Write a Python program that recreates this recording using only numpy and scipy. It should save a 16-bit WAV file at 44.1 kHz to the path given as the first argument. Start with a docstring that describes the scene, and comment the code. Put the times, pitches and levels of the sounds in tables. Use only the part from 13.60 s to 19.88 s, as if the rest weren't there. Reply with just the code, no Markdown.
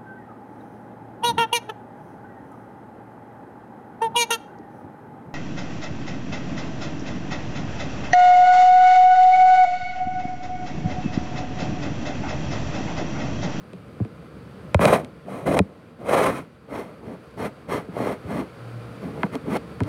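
"""Handling a whirring laptop

A small cooling fan whirs and hums close to the built-in microphone. Hands rub over the case in
short strokes, bump it and knock on it. The shell is a thin plate: its bending waves carry
treble faster than bass, so each knock arrives as a quick falling chirp."""
import sys
import numpy as np
from scipy import signal
from scipy.fft import rfft, irfft, next_fast_len
from scipy.io import wavfile

SR = 44100
rng = np.random.default_rng(int(sys.argv[2]) if len(sys.argv) > 2 else 0)


def wav_record(signal):
    """Record a signal, one row per channel, as 16-bit PCM in the file named by sys.argv[1]."""
    frames = np.transpose(np.atleast_2d(signal))
    bounded = np.clip(frames, -1, 1)
    # unit amplitude maps onto the largest positive 16-bit level
    quanta = np.round(bounded * 32767).astype(np.int16)
    wavfile.write(sys.argv[1], SR, quanta)


N = 276948
FFT_SIZE = next_fast_len(N + SR // 4, True)
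FFT_HZ = np.fft.rfftfreq(FFT_SIZE, 1 / SR)

# recorder gain as a drawn curve: the fan dips after loud knocks and rubs, then slowly recovers
# time_s, whir_db, air_db
FAN_LEVELS = [(0, -46.5, -49.5), (.33, -43.5, -49.5), (1.12, -41, -46.5), (1.45, -46.5, -49),
              (2.2, -50.5, -52.5), (3, -49.5, -53.5), (3.4, -51, -49.5), (4, -46.5, -48.5),
              (4.9, -46.5, -44.5), (5.4, -41.5, -43.5), (6.05, -40, -43.5)]
# fan noise colours: frequency_hz, density_db
WHIR_EQ = [(21, -35), (35, -40), (64, 1), (96, -4), (114, 3), (171, 4), (222, -0.5), (312, -3.5), (351, -8),
           (444, -8), (569, -27), (624, -35), (800, -76), (1040, -53), (1760, -120)]
AIR_EQ = [(350, 3.5), (600, 5.5), (669, 2), (800, 0.5), (917, -4), (1020, -1.5), (1350, 0.5), (1740, -6),
          (2360, -9.5), (4020, -16.5), (4610, -20.5), (5430, -24), (7140, -28.5), (9390, -25.5),
          (15800, -35)]
# fan duct resonances: centre_hz, width_hz, gain_db
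DUCT_MODES = [(500, 70, 5.5), (1310, 160, 1.5), (2390, 320, 2.5), (3470, 300, -0.5), (4720, 300, 6),
              (8700, 2700, 2)]
# motor tones, set against the air rush: pitch_hz, relative_db
MOTOR_TONES = [(161.5, -20), (323, -14), (457.6, -8), (1044, -18), (1249, -36), (1626, -44), (4479, -29)]
# hard knocks: start_s, thud_db, clack_db, tick_db, travel_ms, thud_hz, clack_pitch_ratio
KNOCKS = [ (.133, -29.5, -33.5, -39.5, 2, 171, 0.73), (0.4, -14.5, -23, -74, 1.9, 113, 0.53),
          (.449, -27, -32, -44, 2.2, 206, 1), (1.1451, -7, -3, -13.5, 1.55, 86, 1.02),
          (1.1928, -14, -7, -49, 1.5, 156, 0.81), (1.254, -16, -7.5, -7.5, 1.5, 131, 1.28),
          (1.9905, -13.5, -6.5, -9.5, 2, 91, 1.27), (5.6314, -16.5, -8.5, -34, 3, 181, 1.31),
          (6.204, -13, -18.5, -29, 2.4, 102, 1.37)]
# a thud's low boom: pitch_ratio, density_db
THUD_EQ = [(.25, -43), (.55, -9.5), (.8, -2.5), (1, 12.5), (1.3, 0), (2.2, -6.5), (4, -21), (8, -53)]
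# midrange clack and bright tick: frequency_hz, density_db
CLACK_EQ = [(130, 16), (300, 0), (550, 9.5), (1000, 6), (1800, -3), (2800, -13), (4500, -28), (9000, -60)]
TICK_EQ = [(900, -34), (2200, 11.5), (4000, 6.5), (6500, -1.5), (9000, 3.5), (15800, -27.5)]
# case resonances: centre_hz, width_hz, gain_db
NEAR_MODES = [(507, 320, 9), (690, 130, 3.5), (744, 35, 0), (1040, 35, 4.5), (1140, 250, 1.5),
              (1400, 190, 0.5), (2100, 350, 4.5), (2460, 180, 8), (3170, 250, 5.5), (3920, 190, 7)]  # by the microphone
FAR_MODES = [(284, 78, 1.5), (420, 44, 7.5), (760, 82, -5), (1160, 65, 3), (1450, 40, -3.5),
             (1696, 54, 3.5), (2086, 170, 7), (2460, 38, 6.5), (3070, 105, 2), (3225, 75, 8),
             (4300, 140, 8.5), (5500, 210, 7), (9040, 990, -4.5), (13000, 5600, 1.5)]
RIM_MODES = [(684, 76, 10.5), (947, 110, 8.5), (1506, 100, 10.5)]  # also rung by a blow at the far end
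# where the hand is, from 0 near to 1 far: time_s, position
HAND_PATH = [(2.65, 0.023), (3.1, 1)]
# fingernail ticks: start_s, level_db
NAIL_TICKS = [(.283, -49), (1.447, -31), (3.711, -49), (5.754, -26), (5.969, -28), (6.235, -31)]
# palm bumps: start_s, level_db, thud_hz
PALM_BUMPS = [(.409, -18, 114), (1.998, -6.5, 188), (4.282, -24, 169), (4.641, -26, 92),
              (5.436, -23.5, 165), (5.471, -25.5, 159), (5.752, -16, 253), (5.878, -21.5, 270),
              (6.213, -16.5, 256)]
# rubbing strokes: start_s, rise_s, hold_s, fade_s, level_db, heavy_db, bright_db
STROKES = [ (1.185, 0.048, 0.11, 0.19, -16.5, -4.5, 2), (1.645, 0.088, 0.012, 0.88, -33.5, 1.5, 1),
           (1.854, .02, 0.12, 0.015, -21, -2.5, -2), (2.379, 0.041, 0.028, 0.13, -39, 0.5, -4),
           (2.435, 0.12, .13, 0.067, -18.5, -9.5, 2.5), (2.679, 0.027, 0.076, 0.17, -33.5, 2, 7),
           (3.064, 0.1, 0.034, 0.41, -31.5, -4, -1), (3.401, 0.095, 0.042, 0.14, -37.5, 1.5, -5.5),
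           (3.757, 0.07, 0.038, 0.096, -27, -4, 0), (4.071, 0.063, 0.037, 0.15, -25.5, -4.5, 2.5),
           (4.3, 0.15, 0.075, 0.12, -25.5, -4.5, -1.5), (4.638, 0.11, 0.061, 0.12, -29, 1, -0.5),
           (5.403, 0.024, 0.044, 0.37, -41, 7.5, 1), (5.522, 0.095, 0.05, .04, -35.5, -4, -4),
           (5.713, 0.033, 0.0079, 0.082, -32, -1, 2.5), (5.83, 0.075, .025, 0.084, -38, 11, 1),
           (5.889, 0.062, 0.021, 0.029, -24.5, -13, -0.5), (6.224, 0.076, .03, .1, -33.5, 8, -3)]
# rubbing colours, dark to bright: frequency_hz, density_db
DRAG_EQ = [(35, -60), (60, -9), (95, -3), (170, 2), (280, 0), (380, -9), (520, -17)]
SCRAPE_EQ = [(200, -5), (340, -4.5), (520, -0.5), (700, -2), (900, -7), (1150, -26.5), (1500, -38)]
RASP_EQ = [(650, -3), (950, 0), (1200, 2), (1500, -4), (2200, -9), (2800, -16), (4200, -23), (5200, -37.5),
           (7500, -50), (12000, -62)]
HISS_EQ = [(2500, -10.5), (4500, -4.5), (6500, -3), (7800, -6.5), (8300, 2.5), (9500, 0.5), (11500, -5),
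           (14000, -9.5), (15800, -13)]
# skin catching in the hardest strokes: start_s, level_db
SKIN_CATCHES = [(1.329, -5), (2.53, -6), (2.572, -14), (2.611, -8), (2.647, -15)]
# the case's brief hum: start_s, rise_s, hold_s, fade_s
HUM_SWELL = (4.93, 0.23, 0.11, 0.24)


def amp(db):
    """Decibels to gain."""
    return 10 ** (np.asarray(db) / 20)


def unit(x):
    """Scale to rms 1."""
    return x / np.sqrt(np.mean(x ** 2) + 1e-20)


def colour(eq, hz):
    """Gain of an EQ curve on a log axis, rolling off steeply past its ends."""
    points_hz, db = np.transpose(eq)
    inside = np.minimum(hz / points_hz[0], points_hz[-1] / (hz + 1))
    return amp(np.interp(np.log(hz + 1), np.log(points_hz), db)) * np.minimum(1, inside) ** 2


def resonances(modes, hz):
    """Response of a few peaks and dips, each ringing briefly."""
    gain = 1
    for centre, width, db in modes:
        spring, loss, half = centre ** 2 - hz ** 2, 1j * hz * width, amp(db / 2)
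        gain = gain * (spring + loss * half) / (spring + loss / half)
    return gain


def curves(rows):
    """One automation curve for each column after the time."""
    times, *columns = np.transpose(rows)
    return [np.interp(np.arange(N) / SR, times, column) for column in columns]


def wobble(rate):
    """A smooth random curve, rate knots a second."""
    step = max(int(SR / rate), 1)
    knots = rng.standard_normal(N // step + 4)
    return signal.upfirdn(np.hanning(2 * step + 1), knots, step)[step:][:N]


def swell(start, rise, hold, fade):
    """A gesture that rises to 1, holds, then drops 30 dB per fade time."""
    t = np.arange(N) / SR - start
    attack = np.sin(np.pi / 2 * np.clip(t / rise, 0, 1))
    return attack * amp(-30 * np.clip((t - rise - hold) / fade, 0, 10))


def filtered(x, response):
    """Filter x by a response given on FFT_HZ."""
    return irfft(rfft(x, FFT_SIZE) * response, FFT_SIZE)[:N]


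def causal(gain):
    """The response with this gain that sounds only after the hit."""
    cepstrum = irfft(np.log(gain + 1e-6))
    half = len(cepstrum) // 2 - 1
    return np.exp(rfft(cepstrum * np.r_[1, np.full(half, 2), 1, np.zeros(half)]))


def tone(hz, drift):
    """A sine at rms 1 with a wavering pitch."""
    pitch_hz = hz * (1 + drift * wobble(12))
    return np.sqrt(2) * np.sin(2 * np.pi * np.cumsum(pitch_hz) / SR)


def airflow(eq):
    """Turbulent air, coloured by the fan duct."""
    return unit(filtered(rng.standard_normal(N), colour(eq, FFT_HZ) * resonances(DUCT_MODES, FFT_HZ)))


def fan(whir_trim_db=-.5, air_trim_db=-1):
    """The bed: low whir and air rush through the duct, with slightly unsteady motor tones."""
    whir_db, air_db = curves(FAN_LEVELS)
    air_db += air_trim_db
    eddies_db = .7 * wobble(17)
    whir = amp(whir_db + whir_trim_db + 0.78 * wobble(22)) * airflow(WHIR_EQ)
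    air = amp(air_db + eddies_db) * airflow(AIR_EQ)
    motor = sum(amp(air_db + db + 1.8 * wobble(9.1)) * tone(hz, drift=0.00573) for hz, db in MOTOR_TONES)
    return whir + air + motor


def bending(hz, travel_ms):
    """A bending wave's phase: bass arrives last; travel_ms is the delay near 1 kHz."""
    delay_s = travel_ms * .001 * (1000 / (hz + 25)) ** .92
    return np.exp(-2j * np.pi * np.cumsum(delay_s) * hz[1])


def blow(start_s, parts, travel_ms, low_cut_hz=200, high_cut_hz=3200, damped_s=.1):
    """One hit, layered from (eq, peak_db) parts, chirps through the shell and echoes off its edges."""
    size = 2 ** 13
    hz = np.fft.rfftfreq(size, 1 / SR)
    fade = amp(-60 * (np.arange(size) / SR / damped_s) ** 2)  # each hit dies away quickly, its low ringing included
    edge_echo = amp(-7) * bending(hz, travel_ms * 2.4)
    corner_echo = -amp(-14) * bending(hz, travel_ms * 4.1)
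    # bass and treble die on the longer paths
    echo_band = hz ** 2 / (hz ** 2 + low_cut_hz ** 2) / (1 + (hz / high_cut_hz) ** 2)
    path = bending(hz, travel_ms) + echo_band * (edge_echo + corner_echo)
    is_far = np.interp(start_s, *np.transpose(HAND_PATH)) > .5
    shell = resonances(FAR_MODES + RIM_MODES if is_far else NEAR_MODES, hz)
    out = np.zeros(N + size)
    for eq, db in parts:
        wave = fade * irfft(causal(colour(eq, hz)) * path * shell)
        out[round(start_s * SR):][:size] += amp(db) * wave / np.abs(wave).max()
    return out[:N]


def tuned(eq, factor):
    """Slide an EQ curve in pitch."""
    return np.array(eq) * [factor, 1]


def knocks():
    """A hard knock on the case is a thud, a clack and a tick at once."""
    out = np.zeros(N)
    for start_s, thud_db, clack_db, tick_db, travel_ms, thud_hz, clack_ratio in KNOCKS:
        thud, clack = tuned(THUD_EQ, thud_hz), tuned(CLACK_EQ, clack_ratio)
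        out += blow(start_s, [(thud, thud_db), (clack, clack_db), (TICK_EQ, tick_db)], travel_ms)
    return out


def nail_ticks():
    """A light fingernail only ticks."""
    return sum(blow(s, [(TICK_EQ, db)], travel_ms=1.083) for s, db in NAIL_TICKS)


def palm_bumps():
    """A soft palm only thuds."""
    return sum(blow(s, [(tuned(THUD_EQ, hz), db)], travel_ms=2) for s, db, hz in PALM_BUMPS)


def slips(eq, shells, spread_db, ring_db=-11, ring_t60_s=0.032):
    """Countless tiny slips of uneven size; the shell colours them by where the hand is."""
    grains = rng.standard_normal(N) * amp(spread_db * wobble(700))
    # the shell's many small treble modes keep each slip ringing a little
    t = np.arange(SR // 10) / SR
    tail = np.diff(rng.standard_normal(len(t)) * amp(-60 * t / ring_t60_s))
    ringing = 1 + amp(ring_db) * rfft(tail / np.linalg.norm(tail), FFT_SIZE)
    spectrum = rfft(grains, FFT_SIZE) * ringing * colour(eq, FFT_HZ)
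    near, far = irfft(spectrum * shells, FFT_SIZE)[:, :N]
    position = np.clip(curves(HAND_PATH)[0], 0, 1)
    return (1 - position) * unit(near) + position * unit(far)


def rubbing():
    """Skin drags on the case: light strokes glide, hard ones stick and let go; faster is brighter."""
    drag, scrape, rasp, hiss = np.zeros((4, N))
    for start, rise, hold, fade, db, heavy_db, bright_db in STROKES:
        speed = swell(start, rise, hold, fade)
        drag += amp(db + heavy_db) * speed
        scrape += amp(db) * speed ** 1.67
        rasp += amp(db + bright_db) * speed ** 1.87
        hiss += amp(db + bright_db) * speed ** 1.9
    shells = np.array([resonances(NEAR_MODES, FFT_HZ), resonances(FAR_MODES, FFT_HZ)])
    shells *= bending(FFT_HZ, travel_ms=1.783)
    pressure = np.sqrt(scrape / scrape.max())
    grip = pressure * wobble(75)  # one judder shared by the upper three layers
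    rumble = drag * amp(-2) * slips(DRAG_EQ, shells, spread_db=1.5)
    body = scrape * amp(1.9 * grip - 1.5) * slips(SCRAPE_EQ, shells, spread_db=4)
    grit = rasp * amp(3.2 * grip - 7.5) * slips(RASP_EQ, shells, spread_db=1)
    fizz = hiss * amp(3 * grip - 24) * slips(HISS_EQ, shells, spread_db=1)
    return rumble + body + grit + fizz


def skin_catches():
    """Skin catches and lets go, jerking the case."""
    return sum(blow(s, [(SCRAPE_EQ, db)], travel_ms=1.5) for s, db in SKIN_CATCHES)


def case_hum(pitch_hz=118, level_db=-37.5):
    """The case hums for a moment on one low, wavering note."""
    return swell(*HUM_SWELL) * amp(level_db + 0.95 * wobble(27)) * tone(pitch_hz, drift=0.0072)


def scene(hits_trim_db=-2):
    """Mono mix: rubbing and hits over the fan bed."""
    bed = fan() + case_hum()
    hits = knocks() + nail_ticks() + palm_bumps() + skin_catches()
    return (bed + rubbing() + amp(hits_trim_db) * hits)[None]


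def record(dry, ceiling=.7, top_hz=15850):
    """The microphone rounds off the highest peaks and keeps nothing above its band limit."""
    rounded = dry[0] / (1 + np.abs(dry[0] / ceiling) ** 6) ** (1 / 6)
    return filtered(rounded, FFT_HZ < top_hz)[None]


dry = scene()
out = record(dry)
wav_record(out)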